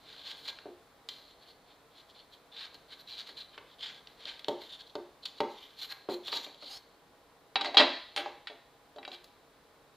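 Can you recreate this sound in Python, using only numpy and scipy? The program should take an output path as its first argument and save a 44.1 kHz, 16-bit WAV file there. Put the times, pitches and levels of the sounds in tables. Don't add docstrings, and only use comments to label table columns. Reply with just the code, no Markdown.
import sys
import numpy as np
from scipy import signal
from scipy.fft import rfft, irfft
from scipy.io import wavfile

SR = 44100
rng = np.random.default_rng(int(sys.argv[2]) if len(sys.argv) > 2 else 0)


def transcribe(u):
    v = np.clip(np.atleast_2d(u).T, -1, 1)
    q = np.round(v * 32767).astype(np.int16)
    wavfile.write(sys.argv[1], SR, q)


N = 439236

# pitch_hz, level_db
DISTANT_TONE = [(15, -39), (25, -7), (149, -6), (223, -5.5), (285, -4.5), (405, -3.5), (516, -3.5),
                (714, -1), (818, -16.5), (887, -18), (1020, -4.5), (2840, -16.5), (3920, -13),
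                (6050, -24.5), (16000, -28)]
HISS_TONE = [(20, -10.5), (60, -3), (150, -0.5), (500, -1.5), (1500, -2), (4000, -8), (8000, -12),
             (16000, -13.5)]
# time_s, level_db
DISTANT_DRIFT = [(0, -61.5), (1.5, -63.5), (4, -62), (6.5, -64), (9.96, -63.5)]
# pitch_hz, width_hz, level_db
WAVERING_HUMS = [(459, 10, -72), (560, 14, -83.5), (819, 11, -73), (967, 33, -74)]
# pitch_hz, level_db
STEADY_HUMS = [(47, -83.5), (141, -81.5), (282, -75)]
# low_hz, high_hz
BANDS = [(275, 704), (700, 1260), (1400, 2900), (3000, 4490), (4750, 7000), (8500, 16000)]
# ring_s in the first list, level_db in the second
ECHO_RING_S = [0.36, 0.45, 0.55, 0.62, 0.51, 0.33]
ECHO_DB = [3.5, -2.5, -5, -9.5, -8, -4.5]

# pitch_hz, level_db, ring_s (blows and scraping can shorten the ring)
POT_NOTES = [(830, -6, .06), (1050, -6, .08), (1615, -4, .2), (2050, -4, .1), (2358, -4, .2),
             (3160, -6, .12), (3400, -5, .08), (3628, -4, .07), (3950, -4, .08), (4081, -8, .15),
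             (4190, -4, .08), (4350, -6, .1), (4506, -8, .1), (5000, -10, .08), (5950, -10, .04),
             (7200, -3, .03), (9300, -2, .035), (12600, 4, .03), (14900, -5, .03)]
COUNTER_NOTES = [(230, -3.5, .14), (308, 10.5, 0.011), (353, 12, 0.36), (421, 6.5, 0.18), (445, -16, 0.047),
                 (580, 2, 0.1), (707, -14, .08), (819, 12, 0.064), (900, 9, 0.27), (1000, -10, 0.089),
                 (1135, -17, .08), (1287, -27, .06), (1933, 5, .06)]
TOOL_NOTES = [(270, 1, 0.75), (345, 11, 0.35), (430.5, 2, .2), (599, 7, 0.3), (685, 8.5, 0.6),
              (816.5, 15, 0.1), (1010, 2.5, .25), (1208, -7, 0.097), (1590, -3.5, 0.26), (1940, 3, 0.45),
              (2354, -4.5, 0.11), (2649.5, 6, 0.12), (2720, -10, 0.11), (3260, 1.5, 0.17), (3040, -18, .17),
              (3450, -0.5, .15), (3335, -2, 0.11), (3570, -9, 0.096), (3920, -4, 0.26), (3890, 14, 0.6),
              (4580, -6, 0.13), (4674, -11, 0.067), (5100, -32.5, 0.11)]
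BANGLE_NOTES = [(6800, 12, 0.054), (8930, 13, 0.15), (11500, -1, 0.044), (13500, -3, 0.033)]
HANDLE_NOTES = [(760, 1.5, 0.061), (1020, -11, 0.032)]
# start_s, level_db
BANGLE_TAPS = [(8.1628, -38), (8.4731, -60)]
HANDLE_TAPS = [(7.557, -24), (7.612, -36), (7.647, -38), (7.664, -34), (7.69, -40), (7.745, -29),
               (9.078, -42), (9.125, -45)]
# start_s, presence_db, low_db, middle_db, treble_db, rattle_s
SHARP_TICKS = [(0.4804, -41, -47.5, -61, -58, 0.016), (0.5872, -41, -64, -43.5, -73.5, 0.021),
               (2.7442, -44, -52, -72, -56, 0.014), (3.2906, -43, -53, -45.5, -63, 0.041),
               (3.5779, -39, -50, -37, -73, 0.037), (4.0717, -35, -68, -48, -75, 0.017),
               (4.255, -30.5, -48.5, -59, -60, 0.014), (4.3934, -37.5, -65, -48, -55, 0.023),
               (4.4453, -27.5, -65, -39, -62, 0.0085), (5.256, -24, -64, -40, -44, 0.0073),
               (5.9235, -33, -57, -41, -62, 0.014), (6.2807, -30, -48, -45, -65, 0.039),
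               (6.3276, -30, -34.5, -31.5, -50, 0.026), (6.3586, -42, -42, -64, -45, 0.022),
               (6.4644, -46, -44.5, -43.5, -59, 0.025), (6.545, -45, -56, -63, -63, 0.018),
               (6.6245, -48, -48, -49.5, -72, 0.058), (6.6785, -40, -65, -61, -58, 0.016),
               (6.712, -40, -66, -61, -58, 0.016), (9.2424, -46, -63, -58, -52, 0.027)]
RIM_CLINKS = [(0.4579, -44, -70, -50, -63, 0.012), (0.4984, -46, -58, -40, -66, 0.012),
              (1.0877, -32, -53, -43, -41, 0.029)]
POT_KNOCKS = [(0.6563, -62, -38, -66, -76, 0.032), (4.4831, -23, -26, -35, -38.5, 0.034),
              (4.9534, -33, -34, -37.5, -48, 0.032), (5.4035, -21, -25, -27, -40.5, 0.033),
              (6.0879, -44, -27.5, -50, -70, 0.059)]
TOOL_CLATTER = [(7.557, -20.5, -36.5, -21.5, -59, 0.059), (7.6107, -21.5, -37.5, -28, -42, 0.049),
                (7.646, -32.5, -41.5, -31.5, -41, 0.045), (7.6694, -37, -35, -49, -55, 0.11),
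                (7.7444, -32.5, -39, -34.5, -48, 0.083), (7.7697, -7.5, -27, -17, -62, 0.17),
                (7.7991, -18.5, -22.5, -16, -36, 0.12), (8.1628, -22.5, -48.5, -27, -34, 0.014),
                (8.1744, -37, -39, -33.5, -65, 0.17), (8.2592, -40.5, -40.5, -39, -77, 0.029),
                (8.4714, -33.5, -71, -34, -55, 0.071), (8.4995, -45.5, -44, -63.5, -73.5, 0.064),
                (8.961, -51, -44.5, -70, -64, 0.065), (8.984, -45.5, -44.5, -49, -69, 0.035),
                (9.0295, -46, -68, -40, -64, 0.032), (9.0503, -33.5, -83, -33.5, -57, 0.021),
                (9.0773, -44, -43, -50, -53, 0.065), (9.1165, -34.5, -74, -53, -65, 0.028),
                (9.134, -42, -65, -54, -68, 0.025), (9.1451, -34.5, -69, -60, -68, 0.031)]

# time_s, level_db, pitch_factor
BLADE_SLIDE = [(6.62, -96, 1.0), (6.66, -72, 1.1), (6.71, -50, 1.07), (6.755, -51.5, 1.22),
               (6.775, -52, 1.24), (6.8, -78, 1.25)]
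# pitch_hz, level_db, width_hz, share_of_rise
BLADE_NOTES = [(780, -8, 37, 0), (2750, -10, 200, 0.74), (3650, -1, 250, 0.82), (4400, -1.5, 220, 0.81),
               (6570, -12, 120, 0.035), (9240, -18, 120, 0.056)]
# start_s, rise_s, hold_s, fall_s, level_db, middle_db, treble_db, edge_pitch_hz
PUSHES = [(0.0, 0.084, 0.12, .03, -52.5, -7.5, -25, 3840), (.19, 0.089, 0.043, 0.046, -40, -12, -27, 3600),
          (0.344, .03, 0.055, 0.04, -55, -9, -14, 3900), (0.423, 0.034, .015, .02, -46.5, -8, -17, 3820),
          (0.471, .008, 0.014, 0.018, -36, -8.5, -24, 4100), (1.1, 0.0083, .02, 0.18, -52, -11, -18, 3930),
          (1.235, 0.026, .06, .05, -63, -11, -18, 3970), (1.38, 0.042, 0.032, .03, -63, -5, -16, 3940),
          (1.458, .02, .035, 0.034, -58.5, -11, -18, 3880), (1.606, 0.1, .01, .07, -61, -9, -23, 3880),
          (1.913, 0.074, 0.0093, 0.048, -52.5, -12, -23, 3700),
          (2.081, 0.017, .005, 0.022, -55, -24, -21, 3560),
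          (2.132, 0.019, 0.044, .06, -57.5, -9, -30, 3650),
          (2.306, 0.027, .005, 0.042, -54, -11, -18, 3880),
          (2.516, 0.07, 0.069, 0.035, -47, -2.5, -23.5, 3740),
          (2.72, 0.027, 0.0045, 0.022, -53.5, -7, -19, 3940),
          (2.879, 0.036, 0.027, 0.018, -50.5, -7, -22, 3850), (2.956, 0.048, .005, .02, -52, -8, -21, 4020),
          (3.061, 0.023, 0.082, 0.059, -47.5, -12.5, -26, 4030),
          (3.152, 0.03, .03, .03, -40, -12, -27, 3920), (3.24, .035, 0.019, 0.035, -48, -9.5, -23, 3930),
          (3.344, 0.033, 0.036, 0.039, -48.5, -7, -20, 3850),
          (3.501, 0.044, .005, 0.025, -57, -5, -33, 3520),
          (3.59, 0.13, 0.018, 0.028, -60.5, -12, -31, 3570),
          (3.784, 0.051, .005, 0.055, -38, -9.5, -31, 3280), (3.839, .01, 0.056, .03, -44, -8.5, -35, 3300),
          (3.906, .02, 0.054, .025, -54, -10, -29, 3240), (4.07, .015, 0.043, 0.13, -69, -2, -25, 4050),
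          (4.17, 0.033, 0.038, .02, -53, -7, -30, 3600), (4.223, 0.059, .005, 0.12, -41.5, -5.5, -32, 3480),
          (4.567, 0.051, .01, 0.12, -49, -9, -25, 3530), (4.636, .1, 0.012, 0.035, -47, -11.5, -26, 3420),
          (4.782, 0.022, .005, 0.024, -46, -13, -27, 3730),
          (4.854, 0.015, 0.0044, .015, -53.5, -18, -25, 3840),
          (4.885, 0.013, 0.0039, 0.011, -55, -20, -30, 3880),
          (5.219, 0.013, .006, .015, -50, -20, -25, 4000),
          (5.251, 0.0034, .006, 0.028, -37.5, -13.5, -30, 3650),
          (5.353, 0.029, .005, 0.013, -52.5, -8, -20, 3990),
          (5.467, 0.042, 0.011, 0.056, -57.5, -20, -14, 3890),
          (5.52, 0.039, 0.082, 0.36, -55.5, -7.5, -23, 3400),
          (5.766, 0.03, .01, .015, -44.5, -13, -17, 3800), (5.801, 0.02, 0.02, 0.038, -41, -8, -15.5, 3770),
          (5.885, 0.025, 0.015, 0.0078, -41, -4, -19, 4200),
          (6.089, 0.0093, 0.048, 0.024, -48.5, -5.5, -12.5, 4030),
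          (6.226, 0.048, 0.0043, 0.053, -42, -7, -17.5, 3670),
          (6.302, 0.023, 0.041, 0.062, -36, -11, -27, 4400),
          (6.402, 0.032, 0.011, .03, -47.5, -8, -18, 3970),
          (6.577, 0.055, 0.047, 0.027, -47.5, -15.5, -22, 4170),
          (6.674, 0.027, 0.074, .03, -50.5, -10, -12, 4700),
          (7.625, 0.031, .005, 0.035, -34.5, -4.5, -34, 4270),
          (8.162, 0.0092, 0.0061, .045, -31, -2.5, -23, 3380),
          (9.094, .04, .01, 0.032, -47.5, -4.5, -17, 3970)]
# time_s, level_db
TREBLE_SINGING = [(0, -4), (3.5, -1), (3.9, 2.5), (5.6, 4), (5.8, -3), (6.4, 5), (6.8, -23), (7, -12.5),
                  (9.96, -18.5)]


def amp(db):
    return 10 ** (np.asarray(db) / 20)


def rms_one(x):
    return x / np.sqrt(np.mean(x ** 2) + 1e-20)


def in_time(rows):
    times_s, *columns = np.transpose(rows)
    return [np.interp(np.arange(N) / SR, times_s, column) for column in columns]


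def band_of(hz):
    return int(np.searchsorted([720, 1400, 2800, 5400, 8500], hz))


def ring(x, hz, ring_s):
    decay, angle = amp(-60 / (ring_s * SR)), 2 * np.pi * hz / SR
    return signal.lfilter([.5, 0, -.5], [1, -2 * decay * np.cos(angle), decay ** 2], x + 1e-18)


def clicks(taps):
    out = np.zeros(N)
    for start_s, level_db in taps:
        out[round(start_s * SR)] = amp(level_db)
    return out


def shaped_noise(tone):
    hz, level_db = np.transpose(tone)
    all_hz = np.fft.rfftfreq(N, 1 / SR) + 1
    gains = amp(np.interp(np.log(all_hz), np.log(hz), level_db))
    return rms_one(irfft(rfft(rng.standard_normal(N)) * gains, N))


def background():
    out = shaped_noise(DISTANT_TONE) * amp(in_time(DISTANT_DRIFT)[0] - 0.5)
    for hz, width_hz, level_db in WAVERING_HUMS:
        out += amp(level_db) * rms_one(ring(rng.standard_normal(N), hz, 0.79 / width_hz))
    return out


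def motor():
    t = np.arange(N) / SR
    return sum(amp(level_db) * np.sin(2 * np.pi * hz * t) for hz, level_db in STEADY_HUMS)


def wide_hiss(level_db=-71):
    return amp(level_db) * shaped_noise(HISS_TONE) * np.array([[1], [-1]])


def kitchen(bands):
    out, t = 0, np.arange(int(.7 * SR)) / SR
    for band, (low_hz, high_hz) in enumerate(BANDS):
        band_pass = signal.butter(3 if band else 2, [low_hz, high_hz], "band", fs=SR, output="sos")
        direct = signal.sosfilt(band_pass, bands[band] + 1e-18)
        direct *= np.sqrt(SR / 2 / (high_hz - low_hz))
        tail = rng.standard_normal(len(t)) * amp(-60 * t / ECHO_RING_S[band]) * np.minimum(t / 0.004, 1)
        echo = signal.fftconvolve(direct, tail / np.sqrt(np.sum(tail ** 2)))[:N]
        out = out + direct + amp(ECHO_DB[band]) * echo
    return out


def bangle():
    taps = clicks(BANGLE_TAPS) * amp(-22.5)
    return sum(amp(level_db) * ring(taps, hz, ring_s) for hz, level_db, ring_s in BANGLE_NOTES)


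def handle():
    taps = signal.lfilter([.15], [1, -.85], clicks(HANDLE_TAPS))
    return sum(amp(level_db) * ring(taps, hz, ring_s) for hz, level_db, ring_s in HANDLE_NOTES)


def thumps():
    knocks = clicks((start_s, low_db - 23.5) for start_s, _, low_db, *_ in POT_KNOCKS)
    softened = signal.lfilter([.1], [1, -.9], knocks)
    return ring(softened, hz=126, ring_s=0.12)


def blows(table, notes, crack_db, ring_db, top_loss_db, body_db, spread_db, longest_s):
    out, shakes = np.zeros((6, N)), np.zeros((len(notes), N))
    t = np.arange(SR // 8) / SR
    spots_db = spread_db * rng.standard_normal((len(table), len(notes)))
    note_bands = [band_of(hz) for hz, _, _ in notes]
    for (start_s, presence_db, low_db, middle_db, treble_db, rattle_s), spot_db in zip(table, spots_db):
        start = round(start_s * SR)
        span = slice(start, start + len(t))
        bands_db = np.array([low_db, (low_db + middle_db) / 2 + body_db, middle_db,
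                             presence_db, treble_db, treble_db - top_loss_db])
        rattle = np.tile(rng.standard_normal(len(t)) * amp(-60 * t / rattle_s), (6, 1))
        rattle[:2] *= 0.54
        rattle[:2, 0], rattle[2:, 0] = 11.06, 4.1
        out[:, span] += amp(bands_db + crack_db)[:, None] * rattle
        shakes[:, span] += amp(bands_db[note_bands] + ring_db + spot_db)[:, None] * rattle[note_bands]
    for shake, band, (hz, level_db, ring_s) in zip(shakes, note_bands, notes):
        out[band] += amp(level_db) * ring(shake, hz, min(ring_s, longest_s))
    return out


def blade_squeal():
    level_db, pitch_factor = in_time(BLADE_SLIDE)
    span = slice(round(BLADE_SLIDE[0][0] * SR), round(BLADE_SLIDE[-1][0] * SR))
    out = np.zeros(N)
    for hz, note_db, width_hz, share in BLADE_NOTES:
        pitch_hz = hz * (1 + share * (pitch_factor[span] - 1))
        phase = 2 * np.pi * np.cumsum(pitch_hz) / SR
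        smoothing = np.exp(-np.pi * width_hz / SR)
        waver = rms_one(signal.lfilter([1], [1, -smoothing], rng.standard_normal((2, len(phase)))))
        out[span] += amp(level_db[span] + note_db) * (waver[0] * np.cos(phase) + waver[1] * np.sin(phase))
    return out


def blade_pushes(fade_db=20.5):
    power, weighted_pitch = np.zeros((6, N)), np.zeros(N)
    t = np.arange(N) / SR
    for start_s, rise_s, hold_s, fall_s, level_db, middle_db, treble_db, edge_hz in PUSHES:
        peak_s = start_s + rise_s
        span = slice(round(start_s * SR), round((peak_s + hold_s + 2 * fall_s) * SR))
        off_peak = np.maximum((peak_s - t[span]) / rise_s, (t[span] - peak_s - hold_s) / fall_s)
        push = amp(level_db - fade_db * np.maximum(off_peak, 0)) ** 2
        body_db, bite_db = -8.5 + 0.95 * middle_db, -8 + 0.28 * treble_db
        power[1:, span] += amp([body_db, middle_db, 0, bite_db, treble_db])[:, None] ** 2 * push
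        weighted_pitch[span] += edge_hz * push
    return np.sqrt(power), (weighted_pitch + 4e-9) / (power[3] + 1e-12)


def scrape(catches_per_s=15000, size_db=2, judder_db=2, sing_db=-23, wander_db=7):
    judder = rms_one(signal.lfilter([1], [1, -2 * .985, .985 ** 2], rng.standard_normal(N)))
    sizes = amp(size_db * np.minimum(rng.exponential(1, N), 4)) * rng.choice([-1, 1], N)
    caught = rng.random(N) < catches_per_s / SR
    gains, edge_hz = blade_pushes()
    catches = rms_one(sizes * caught * amp(judder_db * judder)) * gains * amp(-6.5)
    out = catches.copy()
    treble_db = in_time(TREBLE_SINGING)[0]
    for hz, note_db, ring_s in POT_NOTES:
        band = band_of(hz)
        spot_db = wander_db * np.interp(np.arange(N), np.linspace(0, N, num=100), rng.standard_normal(100))
        if band < 3:
            band_db = -14
        elif band == 3:
            band_db = -5 - np.minimum(400 * np.log(hz / edge_hz) ** 2, 18)
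        else:
            band_db = treble_db
        shake = catches[band] * amp(note_db + sing_db + spot_db + band_db)
        out[band] += ring(shake, hz, 0.18 * ring_s)
    return out


def scene():
    hits = blows(SHARP_TICKS, POT_NOTES, crack_db=-4.5, ring_db=-60,
                 top_loss_db=3.5, body_db=0, spread_db=5.2, longest_s=.25)
    hits += blows(RIM_CLINKS, POT_NOTES, crack_db=-5, ring_db=-38.5,
                  top_loss_db=11, body_db=-4, spread_db=1.7, longest_s=.25)
    hits += blows(POT_KNOCKS, COUNTER_NOTES, crack_db=-7.5, ring_db=-56.5,
                  top_loss_db=8.9, body_db=1.5, spread_db=0.82, longest_s=.085)
    hits += blows(TOOL_CLATTER, TOOL_NOTES, crack_db=-6.5, ring_db=-58,
                  top_loss_db=21, body_db=3, spread_db=3.13, longest_s=.11)
    bass_cut = signal.butter(2, 180, "high", fs=SR, output="sos")
    near = signal.sosfilt(bass_cut, kitchen(hits + scrape()) + bangle())
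    near += thumps() + handle() + blade_squeal()
    return near + background() + motor() + wide_hiss()


def record(dry):
    stop_hz = 15950
    return signal.sosfilt(signal.cheby2(14, 50, stop_hz, fs=SR, output="sos"), dry)


dry = scene()
out = record(dry)
transcribe(out)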